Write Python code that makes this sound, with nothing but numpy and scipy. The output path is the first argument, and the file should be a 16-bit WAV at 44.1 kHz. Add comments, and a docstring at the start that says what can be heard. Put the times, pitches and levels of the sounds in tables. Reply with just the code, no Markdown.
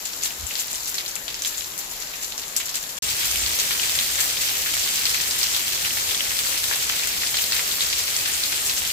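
"""Rain on trees, grass and a gravel yard, heard from under the eaves of a house by two spaced microphones. Near
drops are random clicks of uneven size, each ringing briefly at one of many pitches; eave drips crack, tick,
plop and spray on wet gravel. Far rain is a smooth hiss of noise bands; a low rumble of filtered noise swells at
times. After three seconds the sound drops out for an instant and the scene changes to heavier, fuller rain."""
import sys
import numpy as np
from scipy import signal
from scipy.io import wavfile
from scipy.ndimage import uniform_filter1d

SR = 44100
rng = np.random.default_rng(int(sys.argv[2]) if len(sys.argv) > 2 else 0)


def digitize_waveform(pressure):
    """Quantize a signal to 16-bit integers and store it at the path in sys.argv[1].

    Rows of a 2-D input are taken as channels; values are limited to [-1, 1].
    """
    field = np.atleast_2d(pressure).T
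    bounded = np.clip(field, -1, 1)
    quanta = np.round(bounded * 32767).astype(np.int16)
    wavfile.write(sys.argv[1], SR, quanta)


N = 393372

# Pairs of settings: light rain, then heavy rain. Left-right differences: + is left.
DROPOUT_S = (2.9885, 3.0215)   # silent from, to
SPACING_M, SOUND_M_S = 0.17, 343   # microphone spacing, speed of sound


def from_db(db):
    """Gain of a level in dB."""
    return 10 ** (np.asarray(db) / 20)


def rms_one(x):
    """Scaled to rms 1."""
    return x / np.sqrt(np.mean(x ** 2) + 1e-20)


def peak_one(x):
    """Scaled to peak 1."""
    return x / np.abs(x).max()


def at_hz(points, hz):
    """Spectrum read on a log-frequency axis."""
    points_hz, points_db = np.array(points).T
    return np.interp(np.log(hz), np.log(points_hz), points_db)


def drift(rate_hz):
    """Slow random signal of rms 1: noise through a double one-pole low-pass, computed at SR / 40."""
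    r = np.exp(-80 * np.pi * rate_hz / SR)
    white = rng.standard_normal(N // 40 + 2002)
    slow = signal.lfilter([1], [1, -2 * r, r * r], white)[2000:]   # run-in dropped
    return np.interp(np.arange(N) / 40, np.arange(len(slow)), rms_one(slow))


def resonance(hz, width_hz):
    """Two-pole band-pass coefficients, gain about 1 at the peak."""
    r = np.exp(-np.pi * width_hz / SR)
    b = (1 - r * r) / 2 * np.array([1, 0, -1])
    a = [1, -2 * r * np.cos(2 * np.pi * hz / SR), r * r]
    return b, a


def heavy():
    """0 in the light rain, 1 in the heavy rain; switches inside the dropout."""
    return (np.arange(N) / SR > np.mean(DROPOUT_S)) * 1.


def by_rain(pair):
    """One value in the light rain, another in the heavy rain."""
    return np.interp(heavy(), [0, 1], pair)


# steady near spatter, light then heavy rain: (time [s], level [dB])
SPATTER_LEVEL = [
    [(0.0, -33), (0.36, -34), (0.68, -30.5), (0.86, -33.5), (1.23, -43), (1.53, -33.5), (2.13, -40),
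     (2.98, -37)],
    [(3.03, -29.5), (3.24, -25), (5.34, -24.5), (6.28, -27), (6.62, -24.5), (7.16, -28), (7.41, -25.5),
     (8.92, -28)],
]
# droplet colour: (frequency [Hz], gain [dB])
SPATTER_COLOUR = [(900, -2), (1700, 0.5), (2200, 4.5), (3200, -1), (4500, -1), (7000, -3), (10000, -4),
                  (14000, -1)]
SPATTER_PER_S = (1700, 3000.0)   # base droplet rate, before bunching, splashes and pitch weighting
SPLASH_EXTRA_RATE = 1.5   # rate gain is 1 + this where splashes drown the steady spatter
HIGHER_DENSER_POWER = 0.6   # droplet rate grows with this power of pitch
SPATTER_LEAN = (-.4, .8)   # bias of droplet place before tanh: - right, + left
SPATTER_DULL_DB = (-28, -9)   # gain of steady spatter below 2 kHz, easing to 0 dB at 3.2 kHz
SPATTER_PAN_DB = (0, -0.5)   # added left-right difference


def spatter(size_db, side_db, cycles, patchy_db):
    """Droplets burst at random places; each rings briefly at one of eighteen pitches, whatever its size."""
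    time_s, level_db = np.concatenate(SPATTER_LEVEL).T
    steady = from_db(2 * np.interp(np.arange(N) / SR, time_s, level_db))   # power
    dull_db = by_rain(SPATTER_DULL_DB)
    power = steady + splash_power(0)
    per_s = by_rain(SPATTER_PER_S) * (1 + SPLASH_EXTRA_RATE * (1 - steady / power))
    lean = by_rain(SPATTER_LEAN)
    out, pitches_hz = np.zeros((2, N)), np.geomspace(1000, 14500, 18)
    for k, hz in enumerate(pitches_hz):
        if k % 6 == 0:   # low, middle and high droplets bunch separately
            bunches = splashes(per_s=45.0, fade_s=.012, depth=1.5)
        denser = (hz / np.median(pitches_hz)) ** HIGHER_DENSER_POWER
        born = rng.random(N) < per_s * bunches * denser / SR / len(pitches_hz)
        at = np.flatnonzero(born)
        excess = np.minimum(rng.exponential(1, N), 5)[at]
        sizes = from_db(size_db * excess) * rng.choice([-1, 1], N)[at]
        place = np.tanh(2.5 * rng.uniform(-1, 1, N)[at] + lean[at])   # -1 right .. 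1 left
        clicks = np.full((2, N + 64), 1e-18)
        for ch, sign in enumerate((1, -1)):
            lag_s = (1 - sign * place) * SPACING_M / 2 / SOUND_M_S
            lag = np.round(lag_s * SR).astype(int)
            clicks[ch, at + lag] = sizes * from_db(sign * side_db * place)
        rung = rms_one(signal.lfilter(*resonance(hz, hz / cycles), clicks[:, :N]))
        dull_share = np.clip((3200 - hz) / 1200, 0, 1)
        steady_here = steady * from_db(2 * dull_share * dull_db)
        power_share = (steady_here + splash_power(splash_colour_db(hz))) / power
        colour_db = at_hz(SPATTER_COLOUR, hz) + patchy_db * drift(7.5)
        out += rung * np.sqrt(hz * power_share) * from_db(colour_db)
    running_power = uniform_filter1d(np.mean(out ** 2, axis=0), size=SR // 2)
    evened = out / np.sqrt(running_power)
    return evened * np.sqrt(power) * from_db(by_rain(SPATTER_PAN_DB) * [[.5], [-.5]])


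def splashes(per_s, fade_s, depth):
    """Small splashes start at once and fade: a factor on the droplet rate, mean 1."""
    starts = (rng.random(N) < per_s / SR) * rng.exponential(1, N)
    fading = signal.lfilter([1], [1, -np.exp(-1 / (fade_s * SR))], starts + 1e-18)
    return (1 + depth * fading) / (1 + depth * fading.mean())


SPLASH_RISE_S, SPLASH_FADE_S = 0.002, 0.02   # time constants of power


def splash_power(weights_db):
    """Spatter power added by the loud drips: each rises fast and dies away, weighted."""
    time_s, _, _, _, splash_db, _ = np.transpose(DRIPS)
    starts = np.full(N, 1e-18)
    starts[(time_s * SR).astype(int)] = from_db(2 * (splash_db + weights_db))
    rise, fade = np.exp(-1 / (np.array([SPLASH_RISE_S, SPLASH_FADE_S]) * SR))
    return signal.lfilter([1 - rise], np.convolve([1, -rise], [1, -fade]), starts)


SPLASH_OCTAVES, SPLASH_WIDE_DB = 0.77, -21.5   # distance from drip pitch for -6 dB; floor far from it


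def splash_colour_db(hz):
    """Weight of each splash at one pitch, greatest at the pitch of its drip."""
    octaves = np.log2(hz / np.transpose(DRIPS)[2])
    return np.maximum(-6 * (octaves / SPLASH_OCTAVES) ** 2, SPLASH_WIDE_DB)


# loudest drips: (time [s], crack peak [dB], centre [Hz], plop re crack [dB], splash [dB], left-right [dB])
DRIPS = [(0.0528, -15, 7100, -26, -31, 5), (0.222, -24, 7100, -26, -26, -1),
         (0.2356, -7, 7100, -28, -24.5, 3.5), (0.2581, -10.5, 3600, -27, -29, 1.5),
         (0.288, -17, 5040, -24, -34, -1), (0.4675, -13, 7960, -29, -29, 6),
         (0.5094, -18, 2540, -15, -34, -0.5), (0.5542, -11, 4010, -23, -29.5, 4),
         (0.5915, -12, 6330, -27, -27, 3.5), (0.5969, -12, 7100, -25, -30, 3.5),
         (0.6814, -18, 4490, -37, -35, 4), (0.7126, -15, 7960, -26, -30, 2),
         (0.7302, -12, 7960, -24, -36, -0.5), (0.7489, -10, 8920, -26, -27, -2),
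         (0.7569, -13, 5650, -29, -31, 2.5), (0.8321, -16, 6330, -25, -39, -0.5),
         (0.8581, -16, 6330, -23, -28, 3), (0.8812, -13, 10000, -27, -27, -1),
         (0.943, -13, 5570, -24, -28, 2), (0.9818, -8, 3980, -20, -24.5, -2),
         (1.0615, -14.5, 4010, -24, -34, 4), (1.0798, -13, 6330, -28, -27, 1),
         (1.155, -10, 7850, -30, -31, 4), (1.2807, -11.5, 3600, -28, -30, 2.5),
         (1.3435, -13, 5040, -28, -39, 1), (1.4207, -10, 6330, -24, -25, -4),
         (1.4484, -10, 3620, -21, -24.5, -2.5), (1.4583, -10, 7100, -20, -24, 0.5),
         (1.4725, -12, 7100, -26, -29, 3), (1.5737, -15, 7100, -32, -27, 1.5),
         (1.581, -14, 7100, -26, -34, 6), (1.6444, -17, 5650, -23, -35, -3.5),
         (1.7783, -12, 10000, -29, -29.5, 1), (1.7892, -17, 6330, -24, -33, 10),
         (1.9126, -20, 7100, -23, -33, 4), (2.0009, -22, 7100, -18, -32, 5),
         (2.0218, -17, 6330, -27, -34, 1.5), (2.0716, -20, 5650, -22, -37, -2),
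         (2.137, -18, 2540, -13, -36, 0), (2.1578, -23, 5650, -13, -36, 2),
         (2.2149, -22, 10000, -19, -30, 3), (2.2258, -15, 7100, -31, -28, 1),
         (2.245, -12.5, 6330, -25, -32, 3.5), (2.3231, -16, 4010, -20, -38, -3),
         (2.3786, -12, 6330, -23, -28, 0.5), (2.4326, -19, 3570, -20, -35, 0),
         (2.5643, -1.5, 7800, -30, -20.5, 1), (2.5738, -7, 7960, -31, -27, 6),
         (2.601, -16.5, 2550, -17, -30, -2.5), (2.657, -16, 7100, -21, -25, 2.5),
         (2.692, -13, 5650, -24, -32, -2.5), (2.742, -14, 4490, -19, -24.5, -3),
         (2.7552, -5.5, 8000, -33, -24.5, 2.5), (2.8277, -17, 6339, -25, -35, 0),
         (2.8916, -16, 7100, -23, -32, 1.5), (2.9702, -16, 7100, -26, -32, 0),
         (3.1013, -14, 6330, -25, -27, -1), (3.1931, -12, 8920, -23, -24, 2),
         (3.2458, -10, 7100, -23, -24, 2), (3.3757, -12, 10000, -21, -30, -1),
         (3.4422, -13, 7100, -17, -31, 2), (3.589, -8, 6330, -24, -21.5, -1),
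         (3.599, -6, 5650, -25, -24, -2), (3.7085, -11, 2260, -10, -26, -2),
         (3.8561, -12, 7100, -25, -32, 3), (3.8954, -13, 3570, -12, -31, -2),
         (3.952, -5.5, 7960, -20, -22.5, 5), (3.9886, -4, 4000, -19, -20.5, 0.5),
         (4.0621, -11, 10000, -20, -29, 3), (4.1563, -9, 6330, -26, -27, 3),
         (4.1831, -11, 2020, -11, -23.5, 3), (4.2042, -9, 7100, -21, -17.5, 5),
         (4.3705, -11, 3570, -25, -27, 2), (4.4164, -6, 7100, -18, -24, -1.5),
         (4.661, -14, 1800, -9, -27, 7), (4.7398, -13, 7100, -15, -28, 4), (4.7672, -15, 1800, -10, -33, 0),
         (4.7942, -10, 7960, -23, -25, -3), (4.8361, -11, 4490, -23, -30, -1),
         (4.984, -15, 2840, -14, -32, 2), (5.0545, -6.5, 4490, -21, -23, 1.5),
         (5.0943, -9, 5650, -27, -24.5, 1), (5.1442, -12, 2260, -14, -25.5, 0),
         (5.2114, -8, 7100, -21, -24, -0.5), (5.31, -7, 5040, -24, -28, 0), (5.414, -14, 4490, -23, -23, 3),
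         (5.4304, -6, 5040, -28, -22, 1), (5.5477, -8, 3570, -42, -29, 0.5),
         (5.5647, -7, 4010, -20, -33, 0), (5.7482, -9, 6330, -26, -29, -3.5),
         (5.849, -10.5, 2840, -15, -24.5, 0.5), (5.9709, -14, 2020, -13, -26, -2),
         (6.0901, -13, 3570, -24, -31, 2), (6.1962, -16, 2540, -14, -39, 2),
         (6.2653, -14, 2020, -11, -34, 1), (6.3172, -16, 1820, -15, -32, 0.5),
         (6.3894, -11, 3570, -20, -23, 2), (6.4569, -9, 7960, -25, -28.5, -1),
         (6.5767, -9.5, 5040, -23, -30, -1.5), (6.6348, -9, 10000, -16, -31, -2),
         (6.7123, -9, 1810, -14, -24, 1), (6.8242, -18, 4490, -21, -32, -2.5),
         (6.8974, -8, 2540, -16, -25, 0), (6.9589, -9, 10000, -22, -26, -1.5),
         (7.0351, -16, 2540, -13, -26, 0.5), (7.0724, -8, 7100, -10, -26, 4),
         (7.2154, -15, 2540, -18, -26, 2.5), (7.2339, -13.5, 1800, -15, -29, 1.5),
         (7.3441, -9.5, 3190, -9, -26.5, 1.5), (7.3692, -7.5, 4010, -15, -28, -0.5),
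         (7.4422, -15, 10000, -19, -32, 0), (7.5218, -5, 4490, -12, -22, 0),
         (7.5306, -12, 2540, -12, -24, 2), (7.5436, -7, 10000, -14, -26, 1),
         (7.5937, -14, 2020, -9, -33, 1), (7.6645, -16, 2020, -11, -32, 0),
         (7.713, -10, 3570, -18, -34, -2), (7.8076, -7, 4010, -17, -24, -1),
         (7.8176, -12, 7100, -10.5, -25, 1.5), (7.8359, -11, 7100, -11, -30, 1),
         (7.9275, -8.5, 4010, -18, -36, 0), (7.9828, -12, 5650, -17, -23.5, -1),
         (7.9918, -10, 5650, -23, -29, -0.5), (8.0796, -14, 2540, -16, -31, -0.5),
         (8.1453, -13, 5040, -19, -26, 3), (8.1655, -3, 7960, -31, -25, -4),
         (8.2107, -12, 7960, -31, -31, 2), (8.258, -14, 1800, -11, -34, 2),
         (8.2799, -12, 1800, -11, -31, 2), (8.3371, -8, 7100, -25, -26, 3), (8.437, -8, 4010, -17, -31, -2),
         (8.5267, -16, 2260, -6, -27, 1), (8.578, -13, 2540, -15, -30, 1.5),
         (8.6633, -10, 7960, -19, -25, 3.5), (8.6966, -6.5, 4010, -15, -25.5, -1),
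         (8.7801, -10, 7960, -20, -27.5, -3), (8.8196, -17, 2020, -10, -34, -1),
         (8.8754, -12, 7100, -27, -28, 4)]
PITCH_REF_HZ, PITCH_TOP_HZ = 2600, 8000   # pitch range of lesser drips; tick and plop levels refer to the lowest
TICK_DB, TICK_PER_OCTAVE_DB = -17, -11   # re crack; higher drips tick more softly
FULL_SIDE_DB = 6   # left-right difference that scales the arrival lag, inside a tanh


def drips(crack_s, wide, spray_s, spray_db, sharp, grit, tick_hz, plop_hz, plop_width_hz):
    """Each drip lands with a wide crack, a bright tick and a dull plop, then leaves a gritty dying spray."""
    out, t = np.zeros((2, N + 2600)), np.arange(2500) / SR
    loud = np.delete(DRIPS, 4, axis=1)   # splash column belongs to the spatter
    rows = np.concatenate([loud, small_drips(count=110)])
    noise = rng.standard_normal((len(rows), 4, len(t)))
    chance = rng.uniform(-1, 1, (len(rows), 3))
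    bright = signal.butter(2, tick_hz, "high", fs=SR)
    fall = t / crack_s * np.exp(-t / crack_s)
    for row, (both, high, *own), (aside, size, edge) in zip(rows, noise, chance):
        time_s, peak_db, hz, plop_db, pan_db = row
        tick_db = TICK_DB + TICK_PER_OCTAVE_DB * np.log2(hz / PITCH_REF_HZ) + 4 * edge
        place = -np.tanh(pan_db / FULL_SIDE_DB + 1.3 * aside)   # negative: left hears it first
        crack = peak_one(signal.lfilter(*resonance(hz, hz / wide), both * fall))
        tick = peak_one(signal.lfilter(*bright, high * fall))
        cavity = resonance(plop_hz * 1.2 ** size, plop_width_hz)   # applied twice for steep skirts
        once = signal.lfilter(*cavity, np.diff(fall, prepend=0))
        plop = peak_one(signal.lfilter(*cavity, once))
        droplets = np.sign(own) * np.abs(own) ** grit   # power above 1 turns smooth noise into grains
        spray = rms_one(signal.lfilter(*resonance(hz, hz / sharp), droplets)) * np.exp(-t / spray_s)
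        blow = crack + from_db(tick_db) * tick + from_db(plop_db) * plop
        for ch, sign in enumerate((1, -1)):
            at = round((time_s + sign * place * SPACING_M / 2 / SOUND_M_S) * SR)
            gain = from_db(peak_db + sign * pan_db / 2)
            out[ch, at:at + len(t)] += gain * (blow + from_db(spray_db) * spray[ch])
    return out[:, :N]


SMALL_DRIPS_DB, SMALL_DRIPS_PAN_DB = (-23.5, -13), (3.5, 4)   # mean crack peak, mean left-right difference
PLOP_DB, PLOP_PER_OCTAVE_DB = -10.5, -9   # mean re crack; higher drips plop less


def small_drips(count):
    """Lesser drips at random moments, as rows like those of the loud ones, without a splash."""
    when, size, pitch, plop, place = rng.random((count, 5)).T
    time_s = when * (N - 1) / SR
    at = (time_s * SR).astype(int)
    hz = PITCH_REF_HZ * (PITCH_TOP_HZ / PITCH_REF_HZ) ** pitch
    peak_db = by_rain(SMALL_DRIPS_DB)[at] + 6 * (size - .5)
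    plop_db = PLOP_DB + PLOP_PER_OCTAVE_DB * np.log2(hz / PITCH_REF_HZ) + 6 * (plop - .5)
    pan_db = by_rain(SMALL_DRIPS_PAN_DB)[at] + 9 * (place - .5)
    return np.transpose([time_s + 0.001016, peak_db, hz, plop_db, pan_db])   # offset keeps starts above 0


FAR_LIGHT_DB, FAR_HEAVY_DB = -33.5, -24.5   # rms
# far rain spectrum, light: (frequency [Hz], relative density [dB per Hz])
FAR_LIGHT = [(53, -40), (90, -11), (1790, -6), (2230, -7.5), (6030, -5), (7170, -3.5), (8910, -10),
             (12900, -4), (15000, -14.5), (16000, -22)]
# far rain spectrum, heavy: (frequency [Hz], relative density [dB per Hz])
FAR_HEAVY = [(53, -36), (90, -8.5), (214, -13), (532, -10.5), (998, -11.5), (2270, -5.5), (7490, -1.5),
             (9720, -1.5), (14700, -8.5), (16000, -18)]


def far_rain(patchy_db, shared):
    """Third-octave noise from all around; likeness of the channels follows the microphone spacing."""
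    out, late, edges_hz = 0, heavy(), 80 * 2 ** (np.arange(24) / 3)
    white = rng.standard_normal((2, 2, N))
    for k, (low, high) in enumerate(zip(edges_hz, edges_hz[1:])):
        band = signal.butter(2, [low, high], "band", fs=SR, output="sos")
        mid, side = signal.sosfilt(band, white[k % 2])   # neighbours use separate noise
        hz = np.sqrt(low * high)
        alike = min(shared, 1) * np.sinc(2 * hz * SPACING_M / SOUND_M_S)
        colour_db = np.where(late, at_hz(FAR_HEAVY, hz), at_hz(FAR_LIGHT, hz))
        gain = from_db(colour_db + patchy_db * drift(8.6))
        out = out + gain * (np.sqrt(1 + alike) * mid + np.sqrt(1 - alike) * side * [[1], [-1]])
    light_gain = from_db(FAR_LIGHT_DB) / out[:, late == 0].std()
    heavy_gain = from_db(FAR_HEAVY_DB) / out[:, late == 1].std()
    return out * np.where(late, heavy_gain, light_gain)


def rumble(side_db, floor_db):
    """Low noise that swells and sinks over a steady deeper floor, nearly alike in both channels."""
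    white = rng.standard_normal((2, 2, N))
    swell_band = signal.butter(3, [50, 84], "band", fs=SR, output="sos")
    floor_band = signal.butter(2, [22, 60], "band", fs=SR, output="sos")
    swell = rms_one(signal.sosfilt(swell_band, white[0]))
    floor = rms_one(signal.sosfilt(floor_band, white[1]))
    mid, side = rumble_gain() * swell + from_db(floor_db) * floor
    return mid + from_db(side_db) * side * [[1], [-1]]


# rumble swells, timed between ramp midpoints: (start [s], length [s], level if fully risen [dB])
SWELLS = [(0.39, 0.084, -39.5), (3.061, 0.11, -48), (3.278, 0.26, -45), (4.583, 0.06, -53),
          (6.254, 0.094, -48), (6.785, 0.13, -54), (7.042, 0.028, -49), (8.824, 0.04, -43)]
RUMBLE_DB, RUMBLE_WAVER_DB = (-65, -53.5), 0.5   # bed level; rms waver
SWELL_RISE_S, SWELL_FALL_S, SWELL_FLUTTER_DB = 0.063, .02, 2   # ramp lengths; rms flutter


def rumble_gain():
    """Wavering bed plus a few stronger swells that grow slowly and stop short."""
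    t = np.arange(N) / SR
    gain = from_db(by_rain(RUMBLE_DB) + RUMBLE_WAVER_DB * drift(3.5))
    flutter_db = SWELL_FLUTTER_DB * drift(9.8)
    for start_s, length_s, level_db in SWELLS:
        rise = (t - start_s) / SWELL_RISE_S
        fall = (start_s + length_s - t) / SWELL_FALL_S
        shape = np.clip(np.minimum(rise, fall) + .5, 0, 1) ** 2
        gain = gain + from_db(level_db + flutter_db) * shape
    return gain


def scene():
    """Near spatter and drips over far rain and rumble; the background leans slightly left."""
    near = spatter(size_db=2.0, side_db=4.0, cycles=2.09, patchy_db=1.5)
    near += drips(crack_s=0.00026, wide=3.4, spray_s=0.016, spray_db=-17.0, sharp=6.1, grit=2.3,
                  tick_hz=9000, plop_hz=1830, plop_width_hz=930)
    background = far_rain(patchy_db=1.47, shared=0.98) + rumble(side_db=-13, floor_db=-57.5)
    return background * from_db([[.7], [-.7]]) + near


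# microphone colour, light then heavy rain, each left then right: (centre [Hz], width [Hz], gain [dB])
MICROPHONE_COLOUR = [
    [[(7280, 640, 8), (8570, 2460, -12), (10300, 610, -3), (12700, 980, 3.5)], [(5030, 780, -1),
     (6800, 1500, -1), (11200, 12000, -8)]],
    [[(3260, 530, 1.5), (7500, 280, 4.5), (9800, 4400, -7), (13100, 1100, -8)], [(4400, 760, 1),
     (7640, 270, -2.5), (10000, 5200, -5.5), (12300, 740, 2.5)]],
]
CUTOFF_HZ = 16300   # 70 dB down from here


def record(dry):
    """Each microphone colours its channel; the sound drops out, peaks soften by tanh, the top is cut."""
    out, cut = dry.copy(), round(np.mean(DROPOUT_S) * SR)
    for part, channels in zip((slice(0, cut), slice(cut, N)), MICROPHONE_COLOUR):
        for ch, modes in enumerate(channels):
            for hz, width_hz, gain_db in modes:
                ringing = signal.lfilter(*resonance(hz, width_hz), out[ch, part])
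                out[ch, part] += (from_db(gain_db) - 1) * ringing
    t = np.arange(N) / SR
    outside_s = np.maximum(DROPOUT_S[0] - t, t - DROPOUT_S[1])
    out *= np.clip(outside_s / .003, 0, 1)   # 3 ms fades
    low_pass = signal.cheby2(14, 70, CUTOFF_HZ, fs=SR, output="sos")
    return signal.sosfilt(low_pass, np.tanh(out))


dry = scene()
out = record(dry)
digitize_waveform(out)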